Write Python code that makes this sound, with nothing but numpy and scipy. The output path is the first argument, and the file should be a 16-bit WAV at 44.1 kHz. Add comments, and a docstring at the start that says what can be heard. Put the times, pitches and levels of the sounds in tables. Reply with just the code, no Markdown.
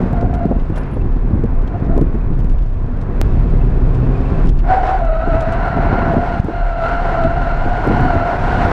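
"""Wind booms through open windows and slaps the microphone over a pulling four-cylinder engine, heard from
the driver's seat of a drifting car. The tyres chirp at the edge of grip in two stuttering runs, a brake
pad whistles and one sharp click cuts in. Then the tread breaks loose, sticking and slipping in a long
wavering screech over the hiss of scrubbed rubber. Loose trim rattles close by throughout."""
import sys
import numpy as np
from scipy import signal
from scipy.fft import rfft, irfft, next_fast_len
from scipy.io import wavfile
from scipy.ndimage import uniform_filter1d, minimum_filter1d, map_coordinates

SR = 44100
rng = np.random.default_rng(int(sys.argv[2]) if len(sys.argv) > 2 else 0)


def dump_mix(stems):
    """Bounce the given channels to the path in sys.argv[1] as a 16-bit WAV at rate SR."""
    frames = np.atleast_2d(stems).T  # one column per channel
    limited = np.clip(frames, -1, 1)  # hard clip at full scale
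    pcm = np.round(limited * 32767).astype(np.int16)
    wavfile.write(sys.argv[1], SR, pcm)


N = 384552
TIME = np.arange(N) / SR
SQUEAL_HZ = 690.3  # the tread's usual stick-slip pitch

# Wind on the microphone. Each row: start in seconds, relative level in dB, length and eddy width in seconds.
WIND_SLAPS = [(.018, -4.5, 0.031, 0.0011), (.06, -13, 0.012, 0.00062), (0.131, -4.5, 0.0081, 0.0011),
              (.228, -3.5, .02, .0009), (0.456, -3, .013, .001), (0.514, -0.5, .012, 0.00079),
              (.701, -6.5, .012, 0.00088), (.967, -10.5, 0.0085, 0.00084), (1.162, -10, .009, 0.0015),
              (1.338, -1, .02, .0018), (1.439, -2, 0.018, 0.00085), (1.967, -1, .008, 0.0011),
              (1.979, -1, 0.017, .0006), (2.014, 1.5, 0.015, .0012), (2.146, -1.5, 0.015, 0.0017),
              (2.392, -6, 0.015, .002), (2.446, -6, 0.0068, 0.0018), (4.452, -6, 0.023, 0.00097),
              (5.276, -6, .014, 0.00084), (5.768, -4, 0.035, .0011), (5.985, -4.5, .011, .0009),
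              (6.098, -9, .009, .0011), (6.137, -3.5, 0.01504, 0.00063), (6.169, 3.5, 0.022, .001),
              (6.446, -0.5, 0.0084, 0.0013), (6.486, -1.5, .026, 0.00077), (7.25, -5.5, .029, 0.0011),
              (7.664, -4.5, 0.02, 0.00094), (7.853, -4, 0.019, .0005), (7.874, 0.5, 0.011, 0.00085),
              (7.898, -2, 0.021, 0.00099), (7.93, -7, 0.024, 0.00087), (8.008, -6, 0.018, 0.0017),
              (8.053, -7, .015, 0.0012), (8.166, -6.5, 0.0062, 0.0017), (8.55, -8, 0.038, .0016)]
# Spectra of tyre roar, sliding rubber, road grit and plastic trim.
# Each row: frequency in Hz, relative level in dB.
ROAR_SPECTRUM = [(200, -23.5), (450, 7), (600, 3), (690, 5), (860, -1), (1000, 1), (1250, -4.5),
                 (1480, -5.5), (2000, -13), (2600, -20), (3100, -39.5), (6000, -62)]
SCRUB_SPECTRUM = [(300, -2.5), (550, -0.5), (780, 6), (880, -0.5), (1000, -0.5), (1170, -6.5), (1480, -3),
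                  (1750, -9), (2130, -14.5), (2700, -25), (3200, -34), (4100, -34), (4600, -40),
                  (6000, -43)]
GRIT_SPECTRUM = [(1530, -24), (2600, -1), (2890, -7), (3120, -6.5), (4170, -11.5), (8380, -26.5),
                 (13000, -42.5), (16000, -72.5)]
TRIM_SPECTRUM = [(500, -16.5), (1500, -4.5), (2700, 7), (4500, -2.5), (7000, -6), (10000, -11),
                 (15000, -26)]


def amp(db):
    """Decibels to gain."""
    return 10 ** (np.asarray(db) / 20)


def unit(x):
    """Scale to rms 1."""
    return x / np.sqrt(np.mean(x ** 2) + 1e-20)


def curves(rows):
    """One value per sample for each column after the time."""
    times, *columns = np.transpose(rows)
    return [np.interp(TIME, times, column) for column in columns]


def wobble(rate):
    """A smooth random curve of rms 1, with rate knots a second."""
    return unit(map_coordinates(rng.standard_normal(N // 8), [TIME * rate], order=3, mode="wrap"))


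def held(start, length, edge):
    """A soft envelope: rises over edge seconds up to start, holds for length, falls alike."""
    outside = np.maximum(start - TIME, TIME - start - length)
    return .5 + .5 * np.cos(np.pi * np.clip(outside / edge, 0, 1))


def filtered(x, response):
    """x through a response given as a function of Hz."""
    size = next_fast_len(N + SR // 2)
    return irfft(rfft(x, size) * response(np.fft.rfftfreq(size, 1 / SR)), size)[:N]


def coloured(x, spectrum):
    """x through a spectrum of (Hz, dB) points, at rms 1."""
    points_hz, db = np.transpose(spectrum)
    response = lambda hz: amp(np.interp(np.log(hz + 1), np.log(points_hz), db, left=-100, right=-120))
    return unit(filtered(x, response))


def noise(spectrum):
    """Noise of rms 1 with the given spectrum."""
    return coloured(rng.standard_normal(N), spectrum)


def dulled(x, top_hz):
    """A gentle low-pass."""
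    return signal.lfilter(*signal.butter(2, min(top_hz, SR / 3), fs=SR), x)


def add(track, start, sound):
    """Mix a sound into a track at start seconds."""
    part = track[round(start * SR):][:len(sound)]
    part += sound[:len(part)]


def wind():
    """Gusts at the open window boom the cabin like a bottle; eddies tug unevenly at the microphone."""
    # Each row: time in seconds, relative level in dB.
    boom_levels = [(0, -21.5), (.2, -11.5), (.4, -19.5), (.63, -11), (.87, -22), (1.17, -8), (1.35, -16.5),
                   (1.62, -7.5), (1.76, -27.5), (1.92, -9.5), (2.2, -13.5), (2.36, -10), (2.6, -8.5),
                   (2.8, -15.5), (2.95, -13.5), (3.07, -18.5), (3.22, -8.5), (3.65, -9.5), (4.25, -13.5),
                   (4.48, -6.5), (4.75, -11.5), (5.15, -11.5), (5.45, -16.5), (5.85, -17), (6.3, -19),
                   (6.52, -26.5), (6.64, -10), (6.77, -21.5), (7, -13), (7.15, -19.5), (7.26, -15),
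                   (7.7, -12), (7.85, -22), (8.02, -13.5), (8.3, -24.5), (8.47, -14), (8.72, -18)]
    buffet_levels = [(0, -26), (.28, -23.5), (.4, -22.5), (.48, -19.5), (.62, -25.5), (.87, -28),
                     (1.05, -23.5), (1.24, -26), (1.38, -20), (1.55, -30.5), (1.95, -20), (2.22, -26),
                     (2.37, -21.5), (2.66, -35), (2.9, -28), (3.15, -23), (3.3, -25), (4.05, -21),
                     (4.46, -21.5), (4.6, -27.5), (5, -32.5), (5.21, -30), (5.33, -20.5), (5.6, -26.5),
                     (5.8, -19), (6.17, -18), (6.25, -26), (6.58, -26), (6.74, -39), (6.86, -26.5),
                     (7.1, -31.5), (7.3, -21), (7.44, -31.5), (7.8, -27.5), (7.88, -20.5), (8.04, -21.5),
                     (8.3, -26), (8.58, -19.5), (8.72, -21.5)]
    # Each row: frequency in Hz, relative level in dB.
    boom_spectrum = [(12, -23.5), (21, 2), (28, 2.5), (38, 3.5), (50, -6.5), (65, -13.5), (90, -25),
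                     (150, -38.5), (400, -90.5)]
    buffet_spectrum = [(30, 1.5), (60, 6), (100, 5), (160, 0.5), (210, -4), (255, 1), (310, -7.5),
                       (380, -6.5), (480, -18.5), (700, -26), (1100, -36.5), (2500, -55.5), (6000, -81.5)]
    (boom_db,), (buffet_db,) = curves(boom_levels), curves(buffet_levels)
    swing = signal.hilbert(noise(boom_spectrum))
    steadiness = .65  # how far the flow through the window evens out the swing, 0 to 1
    boom = unit(swing.real / (np.abs(swing) ** 2 + .2) ** (steadiness / 2))
    eddies = -rng.exponential(1, N) * (rng.random(N) < 1200 / SR)  # about 1200 suction pulses a second
    gusts = amp(1.7 * wobble(26))
    buffet = unit(coloured(eddies, buffet_spectrum) * gusts)
    return amp(boom_db - 2) * boom + amp(buffet_db + 3) * buffet


def engine():
    """Uneven firings ring the cabin and shake the floor under load. Returns sound and firing phase."""
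    # The driver's foot. Each row: time in seconds, firing rate in Hz, load in dB.
    throttle = [(0, 186.6, -18.5), (.3, 171, -29), (.7, 157.6, -31), (1.1, 127.8, -28),
                (1.55, 102.3, -22.5), (2.2, 101.7, -25.5), (3.12, 96.9, -25), (3.22, 109, -19.5),
                (3.85, 121.5, -18), (4.4, 137.5, -21), (4.95, 123.8, -34.5), (5.85, 140.9, -29.5),
                (6.3, 138.3, -28), (6.7, 125.1, -35), (7, 137.1, -26.5), (7.3, 127, -24), (8.2, 148.5, -31),
                (8.6, 164, -29)]
    # Engine and driveline orders. Each row: multiple of the firing rate, relative level in dB.
    orders = [(.5, -10), (1, 0), (1.33, -8.5), (1.5, -15), (2, -12.5), (2.5, -15), (3, -16), (3.33, -21),
              (3.5, -21), (4, -22), (5, -26), (6, -27)]
    # Cabin resonances. Each row: centre in Hz, half-width in Hz, lift in dB.
    modes = [(159.9, 12, 3.5), (247, 20, 4.5), (387.3, 12, 3)]
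    firing_hz, load_db = curves(throttle)
    phase = 2 * np.pi * np.cumsum(firing_hz * (1 + .005 * wobble(18))) / SR
    tone = np.zeros(N)
    for k, db in orders:
        cabin_db = sum(lift / (1 + ((k * firing_hz - centre) / width) ** 2) for centre, width, lift in modes)
        uneven_db = 2 * wobble(12) + 1.4 * wobble(55)
        tone += amp(db + cabin_db + uneven_db) * np.sin(k * phase + rng.uniform(0, 2 * np.pi))
    firings = rng.standard_normal(N) * (1 + np.cos(phase)) * (1 + .5 * np.cos(phase / 2))
    ringing = lambda hz: sum(amp(lift) / centre / (1 + 1j * (hz - centre) / width) ** 2
                             for centre, width, lift in modes)
    growl = amp(-11) * unit(filtered(firings, ringing))
    # The shaking floor. Each row: frequency in Hz, relative level in dB.
    floor_spectrum = [(35, -24.5), (60, -0.5), (85, -2.5), (125, -1.5), (170, -11.5), (300, -31)]
    rumble = amp(-3) * noise(floor_spectrum)
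    return amp(load_db - 1.5) * (unit(tone) + growl + rumble), phase


def rolling(firing_phase):
    """Gripping tyres roar on the asphalt, pulsing with the engine, and hiss over grit."""
    # Each row: time in seconds, roar in dB, grit hiss in dB.
    levels = [(0, -28, -51), (.27, -34.5, -58.5), (.7, -36, -57.5), (.8, -30.5, -57), (1, -37, -58),
              (1.55, -34.5, -60), (1.95, -33.5, -58.5), (2.7, -40.5, -59.5), (3.1, -34, -59),
              (3.25, -33, -53), (3.8, -33.5, -54.5), (4.44, -28.5, -49.5), (4.52, -38.5, -57),
              (4.6, -37.5, -60)]
    roar_db, grit_db = curves(levels)
    roar = unit(noise(ROAR_SPECTRUM) * (1 + .15 * np.cos(firing_phase)))
    grit = unit(noise(GRIT_SPECTRUM) * amp(.75 * wobble(110)))
    return amp(roar_db) * roar + amp(grit_db) * grit


def suction(width, shoulders=1):
    """One eddy passing the microphone's port: a sharp dip between soft shoulders, centred at 20 ms."""
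    u = (np.arange(SR // 25) - SR // 50) / SR / width
    return (shoulders * u * u - 1) * np.exp(-u * u / 2)


def slaps():
    """Right on the microphone, each strong eddy breaks up into a train of smaller ones."""
    out, lead_s, scatter_octaves = np.zeros(N), .02, 1.9
    for start, db, length, width in WIND_SLAPS:
        add(out, start - lead_s, amp(db - 4) * suction(width))
        train = rng.random((5, 3))
        for k, (delay, weakness, stretch) in enumerate(train, 1):
            at = start + (k - delay) / len(train) * length
            eddy = suction(width * 2 ** (scatter_octaves * (stretch - .5)))
            add(out, at - lead_s, amp(db - 5.5 - 7 * weakness) * eddy)
    add(out, 6.401 - lead_s, amp(9) * suction(width=.0015, shoulders=.29))  # the largest gust thumps
    return out


def puffs():
    """Each slap tears the air at the microphone into a short burst of noise."""
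    envelope, t, decay_s = np.zeros(N), np.arange(SR // 10) / SR, .0092
    for start, db, _, _ in WIND_SLAPS:
        add(envelope, start, amp(db - 28) * np.exp(-t / decay_s))
    return envelope * noise([(150, 0), (450, -.5), (900, -4), (1500, -16.5), (3000, -38)])


def dashboard():
    """Just ahead of the seat, the shaking dashboard ticks faintly at random and gives brief squeaks."""
    # Each row: centre in seconds, pitch in Hz, relative level in dB.
    squeaks = [(.745, 2790, -52), (.94, 2780, -57), (1.015, 2650, -51), (2.212, 2510, -52),
               (3.615, 2630, -48), (4.05, 2675, -49), (4.155, 2470, -43), (4.258, 2640, -47),
               (4.349, 2620, -47)]
    knocks = rng.random(N) * (rng.random(N) < 16 / SR)  # about 16 a second
    ticks = signal.lfilter([1], [1, -np.exp(-1 / (.0033 * SR))], knocks)
    out = amp(-48.5) * ticks * dulled(noise(TRIM_SPECTRUM), top_hz=6500)
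    t = np.arange(SR // 10) / SR
    swell = np.exp(-((t - t.mean()) / .0092) ** 2)
    for centre, hz, db in squeaks:
        phase = 2 * np.pi * hz * t + np.cumsum(rng.normal(0, .061, len(t)))
        add(out, centre - t.mean(), amp(db + 4) * swell * np.sin(phase))
    return out


def squeal(pitch_hz, note_db, octave_db, wander, jitter, flutter_db):
    """One tread rib sticks and slips, shaken by the road's grain; note and overtones flutter apart."""
    # Each row: multiple of the pitch, level in dB against the octave.
    overtones = [(3, -15), (4, -19), (6, -27)]
    shake = .005 * wobble(22) + wander * wobble(70) + jitter * wobble(380)
    phase = 2 * np.pi * np.cumsum(pitch_hz * (1 + shake)) / SR
    grip = lambda: unit(amp(flutter_db * wobble(130) + 1.3 * wobble(38)))
    note = grip() * np.sin(phase)
    octave = grip() * np.sin(2 * phase)
    upper = grip() * sum(amp(db) * np.sin(k * phase) for k, db in overtones)
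    return np.sqrt(2) * (amp(note_db) * note + amp(octave_db) * (octave + upper))


def chirps():
    """A tyre at the edge of grip scuffs, catches a note that settles from above, and grips again."""
    # Each row: start in seconds, length in seconds, settled pitch in Hz, level in dB.
    slips = [(0.137, .035, 707, -24.5), (0.18, 0.046, 689.5, -26.5), (0.249, 0.016, 694, -27),
             (0.299, 0.017, 686, -31), (0.335, 0.02, 688.5, -23), (0.374, .016, 700.5, -26),
             (0.412, 0.039, 690.4, -23), (0.474, 0.089, 678, -34), (1.703, 0.015, 701, -37),
             (1.741, 0.021, 685, -28), (1.828, 0.051, 683, -35), (1.908, 0.06, 679, -29),
             (4.65, 0.042, 687, -28.5)]
    edge_s, sharp_hz, settle_s = .0112, 14.2, .0208
    note, scuff, pitch_hz = np.zeros(N), np.zeros(N), np.full(N, SQUEAL_HZ)
    for start, length, hz, db in slips:
        note += amp(db) * held(start, length, edge_s)
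        scuff += amp(db - 15) * held(start, length, edge=.027)
        settling_hz = hz + sharp_hz * np.exp(-np.maximum(TIME - start, 0) / settle_s)
        pitch_hz = np.where(TIME > start - edge_s, settling_hz, pitch_hz)
    rib = squeal(pitch_hz, note_db=0, octave_db=-17, wander=.01, jitter=.028, flutter_db=2)
    return note * rib + scuff * noise(SCRUB_SPECTRUM)


def rattles():
    """Loose plastic around the cabin: light pieces tick, heavier ones clack duller; each bounces once."""
    # Each row: start in seconds, relative level in dB, ring time in seconds, top of the band in Hz.
    hits = [(.177, -40, .012, 10000), (.21, -33, 0.029, 6000), (.231, -47, 0.011, 9000),
            (.339, -34.5, 0.035, 11000), (.454, -45, .012, 12000), (.466, -47, .012, 10000),
            (.595, -39, .06, 4500), (.834, -39, .015, 7000), (1.161, -43, .02, 7000),
            (1.617, -42, .02, 5000), (1.674, -36, .03, 5000), (2.402, -41, .025, 7000),
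            (2.496, -39, .03, 8000), (2.585, -40.5, 0.032, 5500), (2.623, -41, 0.018, 8000),
            (3.012, -40.5, 0.048, 11000), (3.945, -37.5, 0.063, 9000), (4.459, -36, .015, 11000),
            (4.471, -34, .014, 12000), (4.49, -28.5, .035, 6500), (4.575, -39, .015, 13000),
            (4.588, -32.5, 0.048, 5000), (5.045, -40, .06, 8000), (5.106, -43, 0.0087, 10000),
            (5.153, -41, .012, 9000), (5.405, -31, 0.046, 10000), (5.52, -33, 0.053, 12000),
            (6.399, -24, .02, 7000), (7.236, -27, 0.029, 5000), (8.138, -35, 0.035, 7000)]
    out, t, plastic = np.zeros(N), np.arange(SR // 10) / SR, noise(TRIM_SPECTRUM)
    for (start, db, ring, top_hz), (gap, size) in zip(hits, rng.random((len(hits), 2))):
        contact = lambda age: amp(-60 * age / ring) * (1 - np.exp(-age / (.031 * ring)))
        bounce_s = ring * (.18 + .25 * gap)
        envelope = contact(t) + .5 * size * contact(np.maximum(t - bounce_s, 0))
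        clack = envelope * plastic[round(start * SR):][:len(t)]
        add(out, start, amp(db - 2.5) * dulled(clack, top_hz))
    return out


def scrape():
    """Something loose slides across the cabin: a sudden rasp with a dull clunk in it, then a rustle."""
    friction = unit(noise(TRIM_SPECTRUM) * amp(3 * wobble(250)))
    rasp = amp(-46.5) * held(start=.758, length=.031, edge=.003) * friction
    clunk = amp(-23) * np.exp(-np.abs(TIME - .777) / .0079) * noise(ROAR_SPECTRUM)
    hiss = noise([(700, -11), (1600, 4), (2700, 1), (5000, -31)])
    rustle = amp(-49) * held(start=.8, length=.128, edge=.03) * hiss
    return rasp + clunk + rustle


def brake():
    """Out at a wheel, a pad makes its disc whistle thinly, catching and letting go."""
    # Each row: start in seconds, length in seconds, level in dB.
    catches = [(0.773, 0.047, -60), (0.863, .015, -65), (0.921, .035, -55)]
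    envelope = sum(amp(db) * held(start, length, edge=.012) for start, length, db in catches)
    pitch_hz = 10060 + 24 * wobble(300)
    flutter = unit(amp(5 * wobble(90)))
    return envelope * flutter * np.sin(2 * np.pi * np.cumsum(pitch_hz) / SR)


def click():
    """One sharp electrical-sounding click: a step that drains away."""
    out, t = np.zeros(N), np.arange(SR // 20) / SR
    add(out, start=3.2146, sound=amp(-3.5) * np.exp(-t / .0027))
    return out


def scrubbing():
    """Sliding rubber chatters and surges over asphalt; tread blocks ring hoarsely, with grit on top."""
    # Each row: time in seconds, scrub in dB, grit hiss in dB.
    levels = [(4.6, -37, -58), (4.73, -20.5, -46.5), (4.94, -24, -46), (5.05, -30, -57.5),
              (5.19, -35.5, -56), (5.36, -26, -49), (5.95, -22, -50.5), (6.38, -27, -48), (6.76, -31, -53),
              (6.84, -25, -44.5), (7.1, -23.5, -47.5), (7.35, -25.5, -47.5), (7.6, -25.5, -47.5),
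              (7.98, -21, -43), (8.25, -22.5, -47), (8.55, -21.5, -41.5), (8.72, -18, -40)]
    scrub_db, grit_db = curves(levels)
    chatter = unit(amp(.9 * wobble(110) + 1.12 * wobble(16)))
    blocks = squeal(pitch_hz=965, note_db=0, octave_db=-18, wander=.015, jitter=.03, flutter_db=3.5)
    rubber = noise(SCRUB_SPECTRUM) + amp(-13.5) * blocks
    return chatter * (amp(scrub_db) * rubber + amp(grit_db) * noise(GRIT_SPECTRUM))


def screech():
    """In the long slide one tread rib leads with a clear note and its neighbours beat against it."""
    # Each row: time in seconds, pitch in Hz, relative levels of the note and its octave in dB.
    slide = [(4.69, 732, -13, -33), (4.78, 758, -16.5, -41), (4.83, 746.5, -20, -36),
             (4.87, 759.4, -20, -42), (4.95, 751.5, -13, -37), (4.99, 739, -25, -38),
             (5.015, 675, -18, -40), (5.09, 655.7, -22, -34), (5.19, 647.5, -22, -33),
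             (5.24, 657, -20.5, -28.5), (5.27, 686, -22, -33.5), (5.33, 660, -21.5, -29.5),
             (5.44, 649.8, -18.5, -32.5), (5.55, 682.6, -23.5, -34.5), (5.66, 688.2, -26, -30),
             (5.78, 671.7, -24, -33.5), (5.96, 698, -25, -28), (6.12, 673, -20.5, -35.5),
             (6.2, 694, -21.5, -35.5), (6.36, 693, -26, -32), (6.46, 691, -32.5, -45),
             (6.58, 697.5, -24.5, -32.5), (6.76, 675, -23, -35), (6.84, 674.8, -20.5, -27),
             (6.95, 680.5, -22, -26), (7.02, 723, -26.5, -34.5), (7.08, 682, -22.5, -31),
             (7.17, 675.2, -17.5, -30.5), (7.26, 658, -20, -28.5), (7.33, 686, -21.5, -32.5),
             (7.43, 692.7, -24.5, -30.5), (7.61, 698.7, -27, -33), (7.72, 727.7, -21.5, -36),
             (7.87, 704, -32, -30), (8, 728, -24.5, -31), (8.08, 720, -22.5, -27.5),
             (8.15, 681.4, -20.5, -30.5), (8.29, 688, -20, -29), (8.41, 709, -29.5, -46),
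             (8.48, 691, -20.5, -30.5), (8.55, 722, -33, -29.5), (8.64, 700, -19.5, -29),
             (8.72, 714, -37, -43)]
    pitch_hz, note_db, octave_db = curves(slide)
    pitch_hz = pitch_hz * (1 + .004 * wobble(20))  # the road makes it waver
    # As the pitch climbs the ribs drift apart and the lower neighbour grows.
    doublings = (pitch_hz - SQUEAL_HZ) / 62
    spread, lower_db = .02 * 2 ** doublings, -11 + 4.5 * doublings
    locked_db = -7 * np.clip((note_db + 19.5) / 8, 0, 1)  # loud ribs lock together: side notes fade
    grain = dict(wander=.008, jitter=.027, flutter_db=2.8)
    out = squeal(pitch_hz, note_db - .5, octave_db, **grain)
    for offset, db in [(-1.4, lower_db), (1.5, -13)]:
        out += squeal(pitch_hz * (1 + offset * spread), note_db + db + locked_db, octave_db + db, **grain)
    other_hz = 741 + .15 * (pitch_hz - SQUEAL_HZ)  # the less loaded tyre sings higher and hoarser
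    out += squeal(other_hz, note_db - 12 + locked_db, octave_db - 5,
                  wander=.012, jitter=.028, flutter_db=2.5)
    breakaway = np.clip((TIME - 4.69) / .0039, 0, 1)  # grip is lost all at once
    return out * breakaway


def scene():
    """Everything as heard from the driver's seat, windows open."""
    motor, firing_phase = engine()
    sliding = np.clip((TIME - 4.6) / .041, 0, 1)  # the car is flicked in: rolling turns to scrubbing
    tyres = screech() + chirps() + (1 - sliding) * rolling(firing_phase) + sliding * scrubbing()
    cabin = rattles() + scrape() + dashboard() + click()
    return (motor + wind() + slaps() + puffs() + tyres + brake() + cabin)[None]


def limiter(x, ceiling, release_s):
    """Gain drops at once on a peak and creeps back."""
    excess = np.log(np.maximum(np.abs(x) / ceiling, 1)) + 1e-12
    reduction = np.exp(np.maximum.accumulate(np.log(excess) + TIME / release_s) - TIME / release_s)
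    gain = minimum_filter1d(np.exp(-reduction), size=65)
    return x * uniform_filter1d(gain, size=65)


def record(dry):
    """One microphone in the cabin, its peaks limited and its highest treble cut off steeply."""
    limited = limiter(dry[0], ceiling=.97, release_s=.075)
    soft_ends = np.clip(np.minimum(TIME, TIME[-1] - TIME) / .003, 0, 1)
    top_hz = 15700
    return filtered(limited * soft_ends, lambda hz: 1 / np.sqrt(1 + (hz / top_hz) ** 80))[None]


dry = scene()
out = record(dry)
dump_mix(out)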